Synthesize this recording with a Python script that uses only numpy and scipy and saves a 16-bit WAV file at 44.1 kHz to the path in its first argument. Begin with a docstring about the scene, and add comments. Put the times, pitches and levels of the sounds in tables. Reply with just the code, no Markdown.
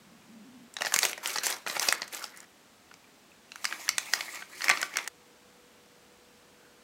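"""Something slides over the table with a soft rumble, then scissors snip open a foil sachet of powder, close by.
Blades crunch through the foil as streams of tiny fractures; creases snap as short noise bursts with ringing panels.
Grainy noise hisses as powder is squeezed and tipped into a bowl, whose modes ring when the sachet knocks it.
A small room adds echoes and a short tail; steady hiss lies beneath, with a faint hum once the crinkling ends."""
import sys
import numpy as np
from scipy import signal
from scipy.io import wavfile
from scipy.ndimage import map_coordinates

SR = 44100
rng = np.random.default_rng(int(sys.argv[2]) if len(sys.argv) > 2 else 0)


def pcm_store(signal):
    """Save signal as 16-bit PCM."""
    levels = np.round(np.clip(np.atleast_2d(signal), -1, 1) * 32767)
    wavfile.write(sys.argv[1], SR, levels.astype(np.int16).T)


N = 301203
TIME = np.arange(N) / SR
OPEN_S = 3.2  # from here on the sachet is open

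# single creases that snap, loud and faint: (time [s], crack level [dB], crack pitch [Hz],
# panel ring over crack [dB], panel pitch [Hz], decay [s])
CREASES = [(.739, -50, 7350, -13, 1430, .003), (0.7666, -32.5, 3830, -4.5, 1860, 0.0028),
           (.786, -43, 3900, -1, 1640, 0.002), (.8076, -40.5, 6040, 6, 2880, 0.0058),
           (0.8193, -30.5, 5260, 4.5, 1890, .0024), (0.8487, -34.5, 4860, 4, 1910, 0.0034),
           (.8592, -31, 5300, -4, 2020, 0.001), (0.8672, -32.5, 4200, 4.5, 1740, 0.0022),
           (0.922, -39.5, 6200, 8.5, 1750, 0.0022), (0.9397, -20.5, 6520, -4.5, 1570, 0.0032),
           (0.9617, -27, 7000, 2, 2200, 0.0015), (0.9894, -23.5, 6500, -2, 2280, 0.00046),
           (1.0307, -22, 4670, -3.5, 1880, 0.0016), (1.0514, -25.5, 6500, -1.5, 2690, 0.0012),
           (1.1313, -41.5, 6000, 9.5, 2310, 0.00033), (1.1771, -46.5, 6150, 7, 1870, 0.0048),
           (1.2588, -31.5, 5380, 3.5, 3030, 0.0008), (1.273, -37, 8200, -20, 1300, 0.0038),
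           (1.3578, -30, 4600, -1.5, 1230, 0.004), (1.375, -36.5, 5400, 3, 1790, .001),
           (1.3838, -26.5, 4190, -6.5, 1900, 0.0026), (1.434, -36, 6940, -6, 2810, 0.002),
           (1.4665, -31, 7700, 0.5, 1840, 0.0037), (1.5009, -34, 7600, -15, 1410, .005),
           (1.5249, -31.5, 4140, -6, 2060, 0.0012), (1.6641, -39, 4330, 6, 1940, 0.0033),
           (1.673, -41, 4560, 10, 2430, 0.0025), (1.698, -32, 4140, -2.5, 1980, 0.0032),
           (1.765, -36.5, 4750, 7, 2250, 0.0052), (1.7956, -24.5, 5780, -9, 1960, 0.0023),
           (1.886, -17.5, 4630, -8, 2540, 0.0037), (1.9252, -32.5, 8200, 13, 1930, 0.0008),
           (2.0184, -31, 4380, -3, 1960, 0.0034), (2.03, -44.5, 4200, 6.5, 1940, 0.0013),
           (2.0786, -47.5, 6500, -2, 1920, 0.0022), (2.1458, -38.5, 7060, -5, 1670, 0.0038),
           (2.2403, -33.5, 5440, -7, 1320, 0.0028), (2.372, -54, 8400, -6, 1950, 0.0052),
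           (2.4027, -48, 7000, -10, 2030, 0.0019), (2.9125, -62, 5090, 13.5, 1474, 0.0047),
           (2.9397, -51.5, 5400, -1, 2270, 0.0027), (3.5188, -44, 4040, 3, 2760, 0.002),
           (3.558, -46, 6000, 6.5, 1400, 0.00078), (3.6435, -31.5, 5670, -0.5, 1230, 0.0026),
           (3.653, -26, 5000, 0, 2000, 0.00051), (3.7105, -55.5, 4310, 15, 2380, 0.0019),
           (3.725, -45.5, 4900, 17.5, 1620, 0.0023), (3.88, -52.5, 7000, 20, 1800, 0.0012),
           (3.8906, -20.5, 5810, -3, 2180, 0.001), (3.9819, -23, 6270, -2, 2000, 0.0011),
           (4.1355, -20.5, 5100, 0, 1900, .0024), (4.2075, -33, 4600, 3.5, 2190, 0.003),
           (4.4223, -50, 4500, 14, 1550, .0048), (4.6077, -57, 5600, 21, 1880, 0.001),
           (4.6188, -32, 4350, -0.5, 1940, 0.002), (4.642, -30.5, 5570, 2, 1870, 0.0019),
           (4.6826, -30.5, 5500, 10, 2180, 0.0018), (4.6931, -26.5, 6440, 5.5, 1900, 0.0016),
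           (4.6985, -26.5, 5660, 10, 2100, 0.0028), (4.7098, -26, 4400, 4, 2060, 0.0044),
           (4.7727, -36.5, 4600, 4, 1280, 0.0027), (4.815, -36, 6900, -1, 1800, 0.0027),
           (4.8282, -30.5, 5430, 6, 1530, 0.003), (4.938, -48.5, 6000, 9, 2250, 0.0046),
           (4.9572, -44, 4500, 12, 2150, 0.0025), (4.9696, -25.5, 6170, -1, 1520, .002),
           (4.986, -38, 3570, 7, 2140, 0.0029), (5.0754, -35, 6800, 1.5, 1830, 0.0034)]


def snaps():
    """Single creases flip one by one, each releasing its own burst."""
    out = np.zeros(N)
    for start, *crease in CREASES:
        add(out, start, snap(*crease, start > OPEN_S))
    return out


# relative spectrum of a snap's bright edge: (frequency [Hz], level [dB per Hz])
EDGE_SPECTRUM = [(4500, -21), (7500, 1.5), (9500, -2.5), (12000, -9), (16000, -11)]
# relative spectrum of a snap's dull body: (frequency [Hz], level [dB per Hz])
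BODY_SPECTRUM = [(150, -15.5), (380, -12.5), (700, -1.5), (1200, -4.5), (1800, -16.5)]
# the higher the crack, the brighter its edge
EDGE_DB, EDGE_AT_HZ, EDGE_DB_PER_OCTAVE = -9, 5360, 25.5
# big, slow flips push the whole sachet, up to a ring limit; once open, it is pushed less
BODY_DB, BODY_DB_PER_DOUBLING, USUAL_DECAY_S = -6.5, 4.5, 0.002
BODY_RING_LIMIT_DB, OPEN_BODY_DB = 8.5, -8
ATTACK_SHARE = 0.088  # rise time over decay time: slow creases also start slowly


def snap(crack_db, crack_hz, ring_db, ring_hz, decay, is_open):
    """A crease flips in a short burst: a crack with a bright edge, a ringing panel and a push of the sachet."""
    t = np.arange(1100) / SR
    level_scale = np.sqrt(0.005 * SR / len(t))  # levels are rms over 5 ms
    crack_noise, edge_noise, body_noise, ring_noise, facet_noise = rng.standard_normal((5, len(t)))
    edge_db = EDGE_DB + EDGE_DB_PER_OCTAVE * np.log2(crack_hz / EDGE_AT_HZ)
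    body_db = BODY_DB + min(ring_db, BODY_RING_LIMIT_DB)
    body_db += BODY_DB_PER_DOUBLING * np.log2(decay / USUAL_DECAY_S) + OPEN_BODY_DB * is_open

    # the flip runs along the crease for a moment, then the foil dies away
    attack = 1 - np.exp(-t / (ATTACK_SHARE * decay))
    burst = attack * (np.exp(-(t / (1.12 * decay)) ** 2) + 0.28 * np.exp(-t / 0.0038))

    # the small facet beside the crease rings high, the large panel low
    facet = unit(band(facet_noise * burst, crack_hz * 0.96, crack_hz * 1.02, order=1))
    crackle = unit(band(crack_noise * burst, 3820, 6620))
    crack = unit(band(facet + 0.88 * crackle, 1700, 9500))
    panel = np.sin(2 * np.pi * ring_hz * t) * (1 - np.exp(-t / 0.00029)) * np.exp(-t / decay)
    rough_ring = unit(band(ring_noise * burst, 1290, 3050, order=3))
    ring = unit(1.2 * unit(band(panel, 560, 7000)) + rough_ring)

    edge = amp(edge_db) * colour(edge_noise * burst, EDGE_SPECTRUM)
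    body = amp(body_db) * colour(body_noise * burst, BODY_SPECTRUM)
    return level_scale * amp(crack_db) * (crack + edge + body + amp(ring_db) * ring)


# bites of the blades: (start [s], length [s], crunch level [dB])
BITES = [(.855, 0.022, -44.5), (0.938, 0.041, -37.5), (1.026, 0.024, -32), (1.238, 0.1, -41),
         (1.442, 0.048, -33.5), (1.68, 0.063, -40), (1.818, 0.059, -34.5)]
# short crackles: foil scraping at first, later settling after a snap: (start [s], length [s], crunch level [dB])
FOIL_CRACKLES = [(2.125, .045, -43.5), (2.227, .012, -47.5), (4.135, 0.0089, -40), (4.648, .008, -42)]


def cutting_motion():
    """Bites and short crackles drive the crunch, each with a fast rise and a slower fall in dB per second."""
    bites = [swell(*row, rise=1000, fall=223) for row in BITES]
    crackles = [swell(*row, rise=1000, fall=228) for row in FOIL_CRACKLES]
    return together(bites + crackles)


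# the fingers shift their grip and draw the sachet away: (time [s], flexing level [dB])
GRIP_SHIFTS = [(0.821, -42.5), (.95, -39), (1.055, -40.5), (1.18, -53), (1.255, -42.5), (1.36, -39.5),
               (1.53, -46), (1.755, -42), (1.945, -41.5), (2.04, -52), (2.15, -44.5), (2.225, -47),
               (2.345, -50.5), (2.42, -56)]


def gripping_motion():
    """Each shift of the fingers bends the foil briefly."""
    return together(swell(start, 0, db, rise=395, fall=173) for start, db in GRIP_SHIFTS)


# relative spectrum of the tearing foil: (frequency [Hz], level [dB per Hz])
CRUNCH_SPECTRUM = [(1500, -9.5), (2600, 0), (4500, 0.5), (7000, 1), (10000, -4.5), (13000, -3.5),
                   (16000, -12)]
# relative spectrum of the bending sheet: (frequency [Hz], level [dB per Hz])
FLEX_SPECTRUM = [(80, -28), (200, -19), (310, -2.5), (430, -0.5), (800, 0.5), (1300, 4), (2100, 3.5),
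                 (2900, -9), (4500, -22)]
SNIP_FLEX_DB, GRIP_CRUNCH_DB = -2.5, -9  # each motion's share of the other's sound


def scissors(cutting, gripping):
    """The foil gives way in a stream of tiny fractures, which shake the sheet and pop its wrinkles."""
    fractures = grains(per_s=1300, spread_db=1.5, smooth=0.7) * amp(2.3 * wander(rate=220))
    buckles = grains(per_s=350, spread_db=2.5, smooth=0.35)
    crunch = shifting(colour(fractures, CRUNCH_SPECTRUM), depth_db=3.0, width_hz=443, hold=0.03)
    crunch = crunch + amp(-8) * ticks(per_s=380)
    flex = shifting(colour(fractures + 0.7 * buckles, FLEX_SPECTRUM), depth_db=4.0, width_hz=258, hold=0.02)
    crunch_gain = together([cutting, amp(GRIP_CRUNCH_DB) * gripping])
    flex_gain = together([gripping, amp(SNIP_FLEX_DB) * cutting])
    return crunch_gain * crunch + flex_gain * flex


SMALL_PER_S, SMALL_DB, SMALL_SPREAD_DB = 45, -3, 2  # levels against that of the moving foil
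SMALL_HZ, SMALL_PANEL_HZ, SMALL_SPREAD_OCTAVES = 5960, 2080, 0.23
SMALL_RING_DB, SMALL_DECAY_S = -6, 0.00048


def small_creases(motion):
    """Small creases flip at random, as strongly as the foil is being moved."""
    out = np.zeros(N)
    flips = rng.random(N) < SMALL_PER_S / SR
    size, pitch, panel = rng.uniform(-1, 1, (3, N))
    for i in np.flatnonzero(flips & (motion > amp(-70))):
        crack_db = SMALL_DB + SMALL_SPREAD_DB * size[i]
        crack_hz = SMALL_HZ * 2 ** (SMALL_SPREAD_OCTAVES * pitch[i])
        panel_hz = SMALL_PANEL_HZ * 2 ** (SMALL_SPREAD_OCTAVES * panel[i])
        crease = snap(crack_db, crack_hz, SMALL_RING_DB, panel_hz, SMALL_DECAY_S, TIME[i] > OPEN_S)
        add(out, TIME[i], motion[i] * crease)
    return out


def ticks(per_s, count=24):
    """Tiny wrinkles pop at many pitches, each pop dying away within a few cycles."""
    out, t = np.zeros(N), np.arange(400) / SR
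    for hz in np.geomspace(1500, 14000, count):
        pop = np.sin(2 * np.pi * hz * t) * t * np.exp(-t * hz / 0.56)
        size = amp(11.0 * np.minimum(rng.exponential(1, N), 3.5))
        hits = size * (rng.random(N) < per_s / count / SR)
        out += signal.oaconvolve(hits, unit(pop))[:N]
    return unit(out)


# runs of powder: (start [s], length [s], hiss level [dB])
POWDER_RUNS = [(3.643, 0.1, -50.5), (3.808, 0.064, -48.5), (4.002, 0.16, -49.3), (4.193, 0.18, -47.5),
               (4.565, 0.28, -49.5), (4.974, 0.014, -51.5)]


def pouring_motion():
    """Each run of powder swells up, holds and dies away."""
    return together(swell(*row, rise=144, fall=171) for row in POWDER_RUNS)


# shakes of the open sachet: (time [s], hollow level [dB])
SACHET_SHAKES = [(3.725, -44), (4.17, -42), (4.35, -41.5), (4.655, -36.5), (4.713, -32), (4.81, -38),
                 (4.978, -36), (5.06, -49)]
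SHAKE_RISE_DB_PER_S = 373


def shaking_motion():
    """Each shake jolts the open sachet briefly."""
    return together(swell(start, 0, db, SHAKE_RISE_DB_PER_S, fall=216) for start, db in SACHET_SHAKES)


# relative spectrum of grains on foil: (frequency [Hz], level [dB per Hz])
POWDER_SPECTRUM = [(1800, -30), (2900, -14.5), (4000, 0), (6000, 2), (7300, 3), (8800, -2), (11000, -4),
                   (16000, -9)]
# relative spectrum of the hollow sachet and bowl: (frequency [Hz], level [dB per Hz])
HOLLOW_SPECTRUM = [(90, -30.5), (230, -20.5), (310, -3), (430, -12), (700, -6), (950, -4), (1220, 0),
                   (1500, -9.5), (1900, 2), (2250, 2.5), (2700, -6.5), (4200, -20)]
POUR_HOLLOW_DB, SHAKE_HISS_DB = 1, -14.5
CAVITY_HZ, CAVITY_WIDTH_HZ, CAVITY_DB = 320, 70, -21.5  # air in the sachet booms faintly during pours
SHAKE_LOW_HZ = 242  # the shaken sachet rattles with little bass


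def powder(pouring, shaking):
    """Fine grains rub down the foil; sachet and bowl lend a hollow tone, which lumps set off unevenly."""
    flow = grains(per_s=3500, spread_db=2.5, smooth=0.8) * amp(1.5 * wander(rate=88))
    lumps = grains(per_s=700, spread_db=3.5, smooth=0.47) * amp(1.8 * wander(rate=52))
    loose = grains(per_s=730, spread_db=2.5, smooth=0.69) * amp(0.63 * wander(rate=78))
    hiss = shifting(colour(flow, POWDER_SPECTRUM), depth_db=1.9, width_hz=630, hold=0.039)
    hollow = shifting(colour(flow + lumps, HOLLOW_SPECTRUM), depth_db=4.5, width_hz=325, hold=0.018)
    rattle = unit(band(colour(loose, HOLLOW_SPECTRUM), SHAKE_LOW_HZ, 7100, order=4))
    boom = unit(band(lumps, CAVITY_HZ - CAVITY_WIDTH_HZ / 2, CAVITY_HZ + CAVITY_WIDTH_HZ / 2))
    hiss_gain = together([pouring, amp(SHAKE_HISS_DB) * shaking])
    pour_body = amp(POUR_HOLLOW_DB) * hollow + amp(CAVITY_DB) * boom
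    return hiss_gain * hiss + pouring * pour_body + shaking * rattle


# the sachet knocks the bowl: (time [s], level [dB])
BOWL_KNOCKS = [(4.698, -32), (4.829, -42.5)]
# modes of the bowl: (frequency [Hz], level over knock [dB], t60 [s])
BOWL_MODES = [(773, 8.5, 0.03), (1160, 2.5, 0.28), (1160, 10.5, 0.029), (1384, 0, 0.21), (1530, 8, 0.088),
              (2130, -3, 0.14), (1930, -35, .15), (2275, 4, 0.069), (3380, -8, .15)]


def bowl():
    """Each soft knock sets the bowl's modes ringing briefly."""
    out, t = np.zeros(N), np.arange(SR // 2) / SR
    for start, knock_db in BOWL_KNOCKS:
        for hz, db, t60 in BOWL_MODES:
            decay = np.exp(-np.log(1000) * t / t60)
            mode = np.sin(2 * np.pi * hz * t) * rng.choice([-1, 1])
            add(out, start, amp(knock_db + db) * decay * mode)
    return band(out, 590, 4900, order=4)


def landing():
    """The heap of powder drops into the bowl with a soft, low thud."""
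    thud = unit(band(rng.standard_normal(N), 72, 210))
    return swell(3.915, 0, -62.5, SHAKE_RISE_DB_PER_S, fall=110) * thud


# faint light taps of things being handled: (time [s], peak level [dB], ring pitch [Hz])
LIGHT_TAPS = [(0.221, -55, 2380), (3.043, -49.5, 2380), (3.318, -48, 2560)]


def taps():
    """Each tap rings briefly at one pitch."""
    out, t = np.zeros(N), np.arange(1500) / SR
    for start, db, hz in LIGHT_TAPS:
        add(out, start, amp(db) * np.sin(2 * np.pi * hz * t) * np.exp(-t / 0.004))
    return out


# relative spectrum of the table top under the slide: (frequency [Hz], level [dB per Hz])
RUMBLE_SPECTRUM = [(60, -43), (120, -15), (170, -9), (200, -2), (240, -5), (275, -8), (400, -26),
                   (900, -27), (3000, -32)]
RUMBLE_DB = -59.5  # steady until the first cut
JUDDER_HZ, JUDDER_WAVER, JUDDER_FLUTTER_DB = 236, 0.077, 0.7  # stick-slip rate, its rms share of waver, flutter


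def slide():
    """Friction stirs a low resonance of the table top; as the push firms up it judders at an unsteady pitch."""
    turns = np.cumsum(JUDDER_HZ * (1 + JUDDER_WAVER * wander(rate=45))) / SR
    judder = np.sqrt(2) * np.sin(2 * np.pi * turns) * amp(JUDDER_FLUTTER_DB * wander(rate=30))
    push = swell(0.32, 0.16, -54, rise=400, fall=21)
    rumble = amp(RUMBLE_DB) * colour(rng.standard_normal(N), RUMBLE_SPECTRUM)
    return (rumble + push * judder) * (TIME < CUTS[0][0])


def brush():
    """Fingers rub softly over a plastic cup: a narrow band of noise that swells and fades."""
    return swell(6.65, 0, -65, rise=120, fall=120) * unit(band(rng.standard_normal(N), 1420, 1640))


# relative spectrum of the steady hiss: (frequency [Hz], level [dB per Hz])
HISS_SPECTRUM = [(25, -12), (45, -9), (62, -4), (85, -1.5), (140, -2), (205, 8), (300, 4), (420, 3),
                 (900, 0), (2000, -2.5), (7200, -9), (7900, -8.5), (9600, -14.5), (16000, -17.5)]
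BACKGROUND_HISS_DB, DRONE_DB, HUM_HZ, HUM_DB = -59, -81.5, 489, -67.5


def background():
    """Steady coloured noise; from the last cut also a hum and a low drone."""
    hiss = amp(BACKGROUND_HISS_DB) * colour(rng.standard_normal(N), HISS_SPECTRUM)
    drone = amp(DRONE_DB) * unit(band(rng.standard_normal(N), 46, 88))
    return hiss + (tone(HUM_HZ, HUM_DB) + drone) * (TIME >= CUTS[-1][0])


def tone(hz, db):
    """A faint sine line whose pitch wavers slightly."""
    turns = np.cumsum(hz * (1 + 0.0019 * wander(rate=40))) / SR
    return np.sqrt(2) * amp(db) * np.sin(2 * np.pi * turns)


# reverberation time of the room: (frequency [Hz], t60 [s])
ROOM_DECAY = [(200, 0.95), (1000, 0.28), (4000, 0.37), (8000, 0.11), (16000, 0.044)]
# early echoes from table and walls: (delay [s], gain [ratio])
EARLY_ECHOES = [(.0046, 0.015), (0.0118, 0.016), (0.0134, .08), (.021, 0.054)]


def room(x, tail_db):
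    """A few echoes from table and walls, with a short diffuse tail that decays at its own rate per frequency."""
    hz, t, noise = signal.stft(rng.standard_normal(SR // 2), SR, nperseg=256)
    decay = np.exp(-np.log(1000) * t / read(ROOM_DECAY, hz)[:, None])
    tail = signal.istft(noise * decay, SR)[1]
    tail = tail * (1 - np.exp(-np.arange(len(tail)) / SR / 0.00055))
    response = amp(tail_db) * tail / np.linalg.norm(tail)
    for delay, gain in EARLY_ECHOES:
        add(response, delay, np.array([gain]))
    return x + signal.oaconvolve(x, response)[:N]


def amp(db):
    """Decibels to linear gain."""
    return 10 ** (np.asarray(db) / 20)


def unit(x):
    """Scales to rms 1."""
    return x / np.sqrt(np.mean(x ** 2) + 1e-20)


def read(points, hz):
    """Joins points by straight lines on a log-frequency axis."""
    f, value = np.transpose(points)
    return np.interp(np.log(hz + 1), np.log(f + 1), value)


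def add(mix, start, sound):
    """Mixes a sound in place from its start in seconds."""
    part = mix[max(round(start * SR), 0):][:len(sound)]
    part += sound[:len(part)]


def colour(x, spectrum, size=4096):
    """Causal filter with the given spectrum, so that clicks keep their sharp fronts; rms 1."""
    hz = abs(np.fft.fftfreq(size, 1 / SR))
    octaves_above = np.maximum(np.log2((hz + 1) / spectrum[-1][0]), 0)
    octaves_below = np.maximum(np.log2(spectrum[0][0] / (hz + 1)), 0)
    gain_db = read(spectrum, hz) - 20 * (octaves_above + octaves_below)
    log_gain = np.log(amp(np.maximum(gain_db, -90)))
    # minimum phase by the Hilbert transform of the log gain
    impulse = np.fft.ifft(np.exp(np.conj(signal.hilbert(log_gain)))).real[:size // 2]
    return unit(signal.oaconvolve(x, impulse)[:len(x)])


def band(x, lo_hz, hi_hz, order=2):
    """Butterworth band-pass."""
    edges = [lo_hz, min(hi_hz, SR / 2 - 1)]
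    return signal.sosfilt(signal.butter(order, edges, "band", fs=SR, output="sos"), x)


def wander(rate):
    """Slow random drift of rms 1, with rate new values per second."""
    knots = rng.standard_normal(N // 20)
    return unit(np.interp(TIME * rate, np.arange(len(knots)), knots))


def grains(per_s, spread_db, smooth):
    """Many tiny clicks of unequal size over a share of smooth friction noise."""
    size = amp(spread_db * np.minimum(rng.exponential(1, N), 4))
    clicks = size * rng.choice([-1, 1], N) * (rng.random(N) < per_s / SR)
    return unit(unit(clicks) + smooth * rng.standard_normal(N))


def shifting(x, depth_db, width_hz, hold):
    """Resonances shift as the sheet bends: random peaks and dips that each last a moment (hold, in seconds)."""
    z = signal.stft(x, nperseg=256, noverlap=192)[2]
    rows, cols = np.indices(z.shape)
    where = [rows * SR / 256 / width_hz, cols * 64 / SR / hold]
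    patches = unit(map_coordinates(rng.standard_normal((200, 1500)), where, order=1, mode="wrap"))
    return unit(signal.istft(z * amp(depth_db * patches), nperseg=256, noverlap=192)[1][:N])


def swell(start, length, db, rise, fall):
    """Attack, hold and release as a gain at every sample; rise and fall in dB per second."""
    before = np.maximum(start - TIME, 0)
    after = np.maximum(TIME - start - length, 0)
    return amp(db - rise * before - fall * after)


def together(gains):
    """Unrelated sounds add in power."""
    return np.sqrt(sum(g ** 2 for g in gains))


# the sound is cut off here, room tail included; only background and brush continue: (from [s], to [s])
CUTS = [(.682, .735), (2.45, 2.8), (5.086, 6.9)]


def scene():
    """The movements of the hands drive foil and powder, heard close by in the room."""
    cutting, gripping = cutting_motion(), gripping_motion()
    pouring, shaking = pouring_motion(), shaking_motion()
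    near = snaps() + scissors(cutting, gripping) + powder(pouring, shaking) + bowl() + taps()
    near = near + small_creases(together([cutting, gripping, amp(-4) * shaking]))
    near = band(near, 150, 21000)  # thin foil radiates almost no bass
    table = slide() + landing()
    kept = 1 - sum((TIME >= start) & (TIME < end) for start, end in CUTS)
    handling = (room(near, tail_db=-14.5) + table) * kept
    return (handling + brush() + background())[None]


def record(dry):
    """The band limit of the recorder: a linear-phase low-pass at 15950 Hz."""
    lowpass = signal.firwin(255, 15950, window=("kaiser", 9), fs=SR)
    return signal.oaconvolve(dry, lowpass[None], "same")


dry = scene()
out = record(dry)
pcm_store(out)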